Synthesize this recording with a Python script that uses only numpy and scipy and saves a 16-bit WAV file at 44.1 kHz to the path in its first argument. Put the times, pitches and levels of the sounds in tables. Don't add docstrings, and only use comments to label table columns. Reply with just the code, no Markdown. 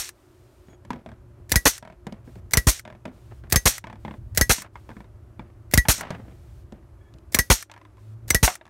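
import sys
import numpy as np
from scipy import signal
from scipy.fft import rfft, irfft
from scipy.io import wavfile
from scipy.ndimage import uniform_filter1d, minimum_filter1d

SR = 44100
rng = np.random.default_rng(int(sys.argv[2]) if len(sys.argv) > 2 else 0)


def to_wav(s):
    ch = np.atleast_2d(s).T
    pcm = np.round(np.clip(ch, -1, 1) * 32767)
    wavfile.write(sys.argv[1], SR, pcm.astype(np.int16))


N = 383537

# (time [s], crack [dB], jaw clank [dB], thump [dB])
BITES = [(1.5185, -3.5, -20.5, -24), (2.5351, -4, -12, -29), (3.5235, 0.5, -38, -19),
         (4.3743, -0.5, -18.5, -22), (5.7375, 2.5, -12.5, -16.5), (7.346, 0, -14, -29),
         (8.304, -4, -9.5, -25)]
# (time [s], crack [dB], ring [dB], thump [dB])
SNAPS = [(1.5576, -3.5, -17, -21), (2.5718, -3.5, -20.5, -22), (3.559, -3, -16.5, -22.5),
         (4.4113, -5, -13, -23), (5.7758, -4, -15, -15), (7.3881, -4.5, -15, -28),
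         (8.3462, -5.5, -18.5, -25.5)]
# (time [s], air blast [dB], jaw clatter [dB], thump [dB], piston stroke [dB])
VENTS = [(-.035, -19.5, -34, -21, -26), (1.654, -6, -1.5, -11, -22.5), (2.669, -7, -7.5, 1.5, -20.5),
         (3.655, -5.5, -5.5, -6, -19), (4.494, -8.5, -5.5, -7.5, -19.5), (5.884, -5, -6.5, -4, -18),
         (7.5, -5.5, 1, 2.5, -19.5), (8.428, -8, -7.5, -0.5, -21.5)]
# (time [s], length [s], level [dB], tilt [dB/octave])
SQUEAKS = [(0.643, .14, -71.5, 11.5), (6.959, .21, -58.5, -5.5)]
# (time [s], clink [dB], grid pitch [Hz], boards [dB], wire tick [dB],
#              bounces [count, rounded; -1 = shiver only], gap between contacts [s])
LANDINGS = [(0.85, -53, 593, -49.5, -51, 0, 0), (0.905, -31, 984, -33, -37, 2, .027),
            (1.061, -44, 643, -41, -52.5, 2, .028), (1.826, -38, 643, -46, -46, 3.5, .0245),
            (2.068, -39, 791, -35, -37.5, 0, 0), (2.124, -45.5, 582, -40, -42.5, -0.5, 0),
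            (2.276, -59.5, 654, -43.5, -69, 0.5, 0), (2.356, -53, 640, -43.5, -55, 0.5, .022),
            (2.852, -36, 623, -44.5, -44.5, 4, .0245), (3.054, -36, 639, -34.5, -41, 1, .025),
            (3.841, -31.5, 876.4, -40, -43.5, 3.5, .029), (4.05, -35.5, 850, -36.5, -70, 3, .03),
            (4.582, -38.5, 992, -39, -28.5, 0, 0), (4.756, -38.5, 950, -56, -60, 0.5, .035),
            (4.891, -44, 904, -40.5, -55.5, 1.5, .012), (4.967, -48, 980, -45, -58.5, 1.5, .038),
            (5.394, -40.5, 885, -38, -67, 0, 0), (5.853, -26, 876, -39, -45.5, -0.5, 0),
            (5.861, -24, 1051, -25, -12, -1, 0), (6.105, -33, 620, -28.5, -31, -0.5, 0),
            (6.723, -54, 598, -40, -49.5, 0.5, 0), (7.139, -73.5, 588, -48.5, -51.5, 0, 0),
            (7.185, -75, 588, -58.5, -56, 0, 0), (7.698, -42, 880, -71.5, -53.5, 0, 0),
            (7.715, -40.5, 937, -68, -36, 1.5, .024), (7.777, -49, 1020, -69, -54, 2.5, .037),
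            (7.97, -59, 1020, -66, -62.5, 1.5, .011), (8.478, -11, 721, -43.5, -18, 1, 0),
            (8.612, -42.5, 642.3, -76, -81.5, -0.5, 0), (8.654, -49.5, 1124, -61.5, -51, 2, .012)]
# (time [s], scrape [dB], boards [dB], length [s])
DRAGS = [(0.681, -56, -43.5, 0.073), (1.361, -64, -47, 0.055), (3.304, -50.5, -46, 0.0384),
         (3.434, -50, -44, 0.047), (4.618, -35, -40.5, 0.056), (5.974, -29.5, -33, 0.2),
         (6.168, -53, -43, .19), (7.742, -67, -62, .24), (8.243, -71, -42.5, .055)]
# (start [s], end [s], level [dB])
LEAKS = [(0.098, 0.778, -69), (2.237, 2.412, -66.5), (3.105, 3.43, -68), (3.977, 4.199, -69.5),
         (4.713, 5.047, -68.5), (6.05, 6.669, -68), (7.979, 8.156, -70)]
# (time [s], level [dB])
RUMBLE_LEVEL = [(0.0, -67), (1.5, -52), (1.94, -60.5), (2.57, -48), (2.98, -58.5), (3.51, -47.5),
                (3.85, -55.5), (4.43, -41.5), (4.6, -55), (5.52, -55), (5.72, -51), (6.66, -51.5),
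                (6.85, -57.5), (7.46, -53.5), (7.68, -68), (7.99, -62.5), (8.31, -50.5), (8.7, -70)]
# (time [s], firing rate [Hz], level [dB])
ENGINE = [(0, 120.7, -67), (.8, 120.7, -55.5), (1.9, 117.4, -55), (2.302, 117.4, -52), (3.299, 115.7, -50),
          (4.3, 112, -49), (4.799, 101.9, -55), (5.3, 112.3, -46.5), (6.499, 116.1, -49),
          (7.1, 109.4, -60.5), (7.751, 103.6, -50.5), (7.95, 104.5, -49), (8.118, 109, -35.5),
          (8.28, 113.9, -43), (8.7, 119, -60.5)]

# (frequency [Hz], level [dB], t60 [s])
CLAMPED_MODES = [(1715, -4, 0.019), (2050, -0.5, 0.027), (5800, -10.5, 0.065), (8210, -2.5, 0.02)]
STEEL_MODES = [(1654, -18, 0.083), (1892.6, -10.5, 0.038), (1940, -2, 0.092), (2027, -15.5, .05),
               (4230, -25, 0.059), (5470, -18, 0.071), (6340, -13, 0.086), (7639, -24.5, .072),
               (8974, -21, .079), (9450, -16.5, 0.074), (12310, -15, .058)]
HOUSING_MODES = [(438, -1, .07), (563.7, 1, 0.045), (895.4, 0.5, 0.091), (1039.7, -3.5, 0.055),
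                 (1448, -7.5, .09), (2080, -2.5, 0.041), (3235, -4.5, 0.086), (4280, -4, .08),
                 (5250, -4, 0.088), (5800, -8, 0.17), (6100, -2.5, .13), (6640, -3.5, .13), (9330, -5, .1),
                 (11140, -4, 0.11), (12594, -8, 0.11)]
MESH_MODES = [(960, -0.5, .045), (1348, -20, 0.027), (1690, -1.5, 0.029), (2176, -6, 0.042),
              (2456, -7, 0.024), (3453, -8, 0.021)]
BOARD_MODES = [(145.7, -5, 0.11), (213.6, 4, 0.12), (273.5, -4, 0.03), (333, -15.5, 0.02)]
# (frequency [Hz], level [dB])
SQUEAK_TONES = [(1723, -9), (2277, -14), (3320, -12), (6690, -19.5)]

# (frequency [Hz], density [dB per Hz])
BITE_COLOUR = [(60, -9), (220, 3.5), (550, 1.5), (1150, -10.5), (1900, 5), (2900, -7.5), (3600, -2),
               (8200, -0.5), (10400, -4), (11200, 1), (13000, -3.5), (16000, -3)]
SNAP_COLOUR = [(60, 1), (220, 10), (360, 3.5), (500, 5.5), (800, -4), (2000, 1.5), (3000, -4.5), (4300, 0),
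               (5400, 3), (7500, -0.5), (12300, 2.5), (13600, -5.5), (16000, -8.5)]
CLATTER_COLOUR = [(60, -3.5), (230, 10), (360, 3.5), (480, 8), (750, 4), (2200, 5), (3500, -2.5),
                  (6500, -10.5), (10000, -15), (16000, -18)]
AIR_COLOUR = [(100, -15.5), (600, -12), (2100, -6.5), (2900, -9.5), (4400, -1.5), (4900, -6), (5600, 2),
              (6500, 1.5), (7600, -4), (9100, 1), (10400, -8), (11200, -1.5), (12500, -4), (16000, -15)]
DRAIN_COLOUR = [(300, -16.5), (650, -8), (950, -10.5), (1900, 0), (3000, -3), (4400, -0.5), (4850, -4.5),
                (5600, 4), (6500, 1), (7800, -0.5), (9100, -0.5), (10400, -14), (12000, -7), (16000, -22.5)]
PISTON_COLOUR = [(300, -14.5), (900, -4), (1900, 9), (3000, -5), (9000, -1), (16000, -9)]
SCRAPE_COLOUR = [(150, -21), (450, -2), (680, 8.5), (1900, 2.5), (3500, -10), (6000, -22.5), (15000, -38)]
TICK_COLOUR = [(500, -7), (3000, 3.5), (6000, -0.5), (10000, -10), (16000, -25.5)]
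PLANK_COLOUR = [(60, -11), (150, 0.5), (240, -1), (320, -5.5), (450, -8.5), (650, -10), (1000, -27),
                (4000, -55)]
HISS_COLOUR = [(600, 1), (2500, 2), (6500, -2.5), (9500, -2), (10500, -9.5), (12500, -4.5), (16000, -10.5)]
YARD_COLOUR = [(120, -36), (200, -12), (360, 0.5), (482, -15), (569, -6), (749, -14), (1320, -16),
               (1530, -19.5), (1710, -22), (3620, -33), (12800, -37), (16000, -52)]
RUMBLE_COLOUR = [(20, -27), (40, -10), (55, 0), (80, -2.5), (115, -3.5), (160, -18.5), (260, -26.5),
                 (600, -66)]

LAST_CLINK_DB, LAST_TICK_DB, LEAST_LOSS_DB, BOARDS_LOSS_DB = -49, -60, 4, 7
BOUNCE_SCATTER_DB = 2
GRID_RING_CYCLES = 38.6
SHIVER_SCRAPE_DB, SHIVER_BOARDS_DB, SHIVER_S = -20.5, -11, 0.12
JOLT_SCRAPE_DB, JOLT_BOARDS_DB, JOLT_DELAY_S, JOLT_S = -26.5, -31.5, 0.01, 0.046


def undb(db):
    return 10 ** (np.asarray(db) / 20)


def clock(seconds):
    return np.arange(int(seconds * SR)) / SR


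def add(out, start_s, x):
    i = int(start_s * SR)
    x, i = x[max(-i, 0):], max(i, 0)
    out[i:i + len(x)] += x[:max(len(out) - i, 0)]


def fade(t, t60_s):
    return (t >= 0) * undb(-60 * np.maximum(t, 0) / t60_s)


def colour(x, points, size=4096):
    hz, db = np.transpose(points)
    f = np.maximum(np.fft.rfftfreq(size, 1 / SR), 1)
    gain = undb(np.interp(np.log(f), np.log(hz), db))
    cepstrum = irfft(np.log(gain))
    cepstrum[1:size // 2] *= 2
    cepstrum[size // 2 + 1:] = 0
    response = irfft(np.exp(rfft(cepstrum)))
    response /= np.linalg.norm(response)
    return signal.fftconvolve(x, response)[:len(x)]


def burst(envelope, points):
    return colour(envelope * rng.standard_normal(len(envelope)), points)


def ring(t, modes, detune, scatter_db):
    out = np.zeros(len(t))
    for hz, db, t60_s in modes:
        size, shift, sign = rng.standard_normal(3)
        swing = np.sin(2 * np.pi * hz * (1 + detune * shift) * t)
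        out += np.sign(sign) * undb(db + scatter_db * size) * fade(t, t60_s) * swing
    return out


def thump(t, start_hz, end_hz, glide_s, swell_s):
    cycles = end_hz * t + (start_hz - end_hz) * glide_s * (1 - np.exp(-t / glide_s))
    return t / swell_s * np.exp(1 - t / swell_s) * np.sin(2 * np.pi * cycles)


def walk(rate_hz):
    k = int(SR / rate_hz)
    return uniform_filter1d(np.repeat(rng.standard_normal(N // k + 1), k), k)[:N]


def bites():
    out, t = np.zeros(N), clock(0.2)
    lead_s = 0.026
    for s, crack_db, clank_db, thump_db in BITES:
        tick_times = np.arange(3) * 0.0096 + rng.uniform(0, 0.0048, 3)
        ticks = sum(fade(t - at, 0.012) for at in tick_times)
        valve = ticks + 0.18 * (t < lead_s)
        add(out, s - lead_s, undb(-34) * burst(valve, BITE_COLOUR))

        crack = fade(t, 0.011) + 0.6 * fade(t - 0.003, 0.019) + 0.11 * fade(t, 0.1)
        add(out, s, undb(crack_db + 1.5) * burst(crack, BITE_COLOUR))
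        clank = ring(t, CLAMPED_MODES, detune=0.011, scatter_db=1.5)
        add(out, s + 0.002, undb(clank_db + 8.5) * clank)
        low_thump = thump(t, start_hz=274.5, end_hz=65, glide_s=0.0055, swell_s=0.0097)
        add(out, s, undb(thump_db + 7.5) * low_thump)
    return out


def snaps():
    out, t = np.zeros(N), clock(0.43)
    for s, crack_db, ring_db, thump_db in SNAPS:
        crack = fade(t, 0.014) + 0.5 * fade(t, 0.059) + 0.022 * fade(t, 0.32)
        add(out, s, undb(crack_db + 2.5) * burst(crack, SNAP_COLOUR))
        steel = ring(t, STEEL_MODES, detune=0.0022, scatter_db=2.9)
        add(out, s + 0.0047, undb(ring_db + 12.5) * steel)
        low_thump = thump(t, start_hz=319, end_hz=46, glide_s=0.0042, swell_s=0.007)
        add(out, s, undb(thump_db + 18) * low_thump)
    return out


def vents():
    out, t = np.zeros(N), clock(0.25)
    stroke_s, choked_s = 0.1255, 0.026
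    for s, air_db, clatter_db, thump_db, stroke_db in VENTS:
        sputter = undb(1.5 * walk(250)[:len(t)])
        blast = np.minimum(t / 0.0014, 1) * fade(np.maximum(t - choked_s, 0), 0.1) * sputter
        add(out, s, undb(air_db - 2.5) * burst(blast, AIR_COLOUR))
        stroke_end = fade(np.maximum(t - stroke_s + 0.0071, 0), 0.11)
        drain = np.minimum(t / 0.019, 1) * fade(t, 0.43) * stroke_end * sputter
        add(out, s, undb(stroke_db) * burst(drain, DRAIN_COLOUR))

        knocks = np.zeros(len(t))
        for k in range(3):
            at = 0.002 + k * 0.0073 + rng.uniform(0, 0.0017)
            knocks += undb(-1.5 * k) * fade(t - at, 0.035)
        add(out, s, undb(clatter_db) * burst(knocks, CLATTER_COLOUR))
        housing = ring(t, HOUSING_MODES, detune=0.002, scatter_db=2.5)
        add(out, s + 0.004, undb(clatter_db - 11.5) * housing)
        low_thump = thump(t, start_hz=292.77, end_hz=45, glide_s=0.005, swell_s=0.0085)
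        add(out, s, undb(thump_db) * low_thump)
        add(out, s + stroke_s, undb(stroke_db - 3) * burst(fade(t, 0.0255), PISTON_COLOUR))
    return out


def squeak():
    out, lowest_hz = np.zeros(N), SQUEAK_TONES[0][0]
    for s, length_s, level_db, tilt_db in SQUEAKS:
        size = len(clock(length_s))
        phase_per_hz = 2 * np.pi * np.cumsum(1 + 0.02 * walk(300)[:size]) / SR
        grip = np.hanning(size) * undb(level_db + 5 * walk(120)[:size])
        tones = np.zeros(size)
        for hz, db in SQUEAK_TONES:
            tones += undb(db + tilt_db * np.log2(hz / lowest_hz)) * np.sin(hz * phase_per_hz)
        add(out, s, grip * tones)
    return out


def mesh():
    out = np.zeros(N)
    for s, clink_db, grid_hz, boards_db, tick_db, bounces, gap_s in LANDINGS:
        add(out, s + 0.004, shiver(boards_db + SHIVER_SCRAPE_DB, boards_db + SHIVER_BOARDS_DB, SHIVER_S))
        clink_loss_db = max(clink_db - LAST_CLINK_DB, LEAST_LOSS_DB)
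        tick_loss_db = max(tick_db - LAST_TICK_DB, LEAST_LOSS_DB)
        for k, spent in enumerate(np.linspace(0, 1, round(bounces) + 1)):
            contact = knock(clink_db - spent * clink_loss_db, grid_hz,
                            boards_db - spent * BOARDS_LOSS_DB, tick_db - spent * tick_loss_db)
            scatter = undb(spent * BOUNCE_SCATTER_DB * rng.standard_normal())
            add(out, s + k * gap_s, scatter * contact)
    for s, *_ in BITES:
        add(out, s + JOLT_DELAY_S, shiver(JOLT_SCRAPE_DB, JOLT_BOARDS_DB, JOLT_S))
    for s, scrape_db, boards_db, length_s in DRAGS:
        add(out, s, shiver(scrape_db, boards_db, length_s))
    return out


def knock(clink_db, grid_hz, boards_db, tick_db):
    t = clock(0.25)
    t60_s = GRID_RING_CYCLES / grid_hz
    grid_modes = [(grid_hz, 5, t60_s), (1.17 * grid_hz, -3, 0.54 * t60_s), (1.1 * grid_hz, -4, 0.53 * t60_s)]
    grid = ring(t, grid_modes, detune=0.012, scatter_db=1.5)
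    wires = ring(t, MESH_MODES, detune=0.04, scatter_db=2.5)
    rasp = burst(0.75 * fade(t, 0.032) + 0.28 * fade(t, 0.17), SCRAPE_COLOUR)
    clink = grid + wires + rasp
    boards = ring(t, BOARD_MODES, detune=0.08, scatter_db=2)
    wood = boards + burst(1.2 * fade(t, 0.11), PLANK_COLOUR)
    tick = burst(fade(t, 0.022), TICK_COLOUR)
    return undb(clink_db) * clink + undb(boards_db) * wood + undb(tick_db) * tick


def shiver(scrape_db, boards_db, length_s):
    t = clock(length_s + 0.066)
    rub = 0.35 * np.minimum(t / 0.0069, 1) * np.clip(1 - t / length_s, 0, 1) ** 0.5
    for when, soft in rng.random((int(length_s * 70) + 1, 2)):
        rub += undb(4 - 13 * soft - 9 * when) * fade(t - when * length_s, 0.028)
    return undb(scrape_db) * burst(rub, SCRAPE_COLOUR) + undb(boards_db) * burst(rub, PLANK_COLOUR)


def leaks():
    out = np.zeros(N)
    for start_s, end_s, db in LEAKS:
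        gate = signal.windows.tukey(len(clock(end_s - start_s)), 0.25)
        add(out, start_s, undb(db) * burst(gate, HISS_COLOUR))
    return out


def yard():
    t = np.arange(N) / SR
    air = undb(-60 + 0.18 * walk(2.8)) * burst(np.ones(N), YARD_COLOUR)
    rumble_db = np.interp(t, *np.transpose(RUMBLE_LEVEL)) + 7
    rumble = undb(rumble_db) * burst(np.ones(N), RUMBLE_COLOUR)

    s, hz, db = np.transpose(ENGINE)
    firing_hz = np.interp(t, s, hz) * (1 + 0.008 * walk(16))
    phase = 2 * np.pi * np.cumsum(firing_hz) / SR
    hum_gain = undb(np.interp(t, s, db) + 3 * walk(7.3))
    hum = hum_gain * (np.sin(phase) + undb(-21.5) * np.sin(2 * phase))
    third_harmonic = undb(-62 + 3 * walk(12)) * np.sin(3 * phase)
    return air + rumble + hum + third_harmonic


def scene():
    return (bites() + snaps() + vents() + squeak() + mesh() + leaks() + yard())[None]


def gain_control(x, threshold_db, slope, hold_s, release_s):
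    power = uniform_filter1d(x ** 2, int(0.004 * SR))
    level_db = 10 * np.log10(np.maximum(power, 1e-12))
    size = 2 * int(hold_s * SR / 2) + 1
    wanted_db = np.minimum(threshold_db - level_db, 0) * slope
    held_db = minimum_filter1d(wanted_db, size, origin=size // 2)
    pole = np.exp(-1 / (release_s * SR))
    released_db = signal.lfilter([1 - pole], [1, -pole], held_db)
    return x * undb(np.minimum(held_db, released_db))


def record(dry):
    ceiling, top_hz = 0.5224, 15700
    ducked = gain_control(dry, threshold_db=-17, slope=0.34, hold_s=0.16, release_s=0.064)
    rounded = ceiling * np.tanh(ducked / ceiling)
    low_pass = signal.ellip(8, 0.2, 70, top_hz, fs=SR, output="sos")
    return signal.sosfilt(low_pass, rounded)


dry = scene()
out = record(dry)
to_wav(out)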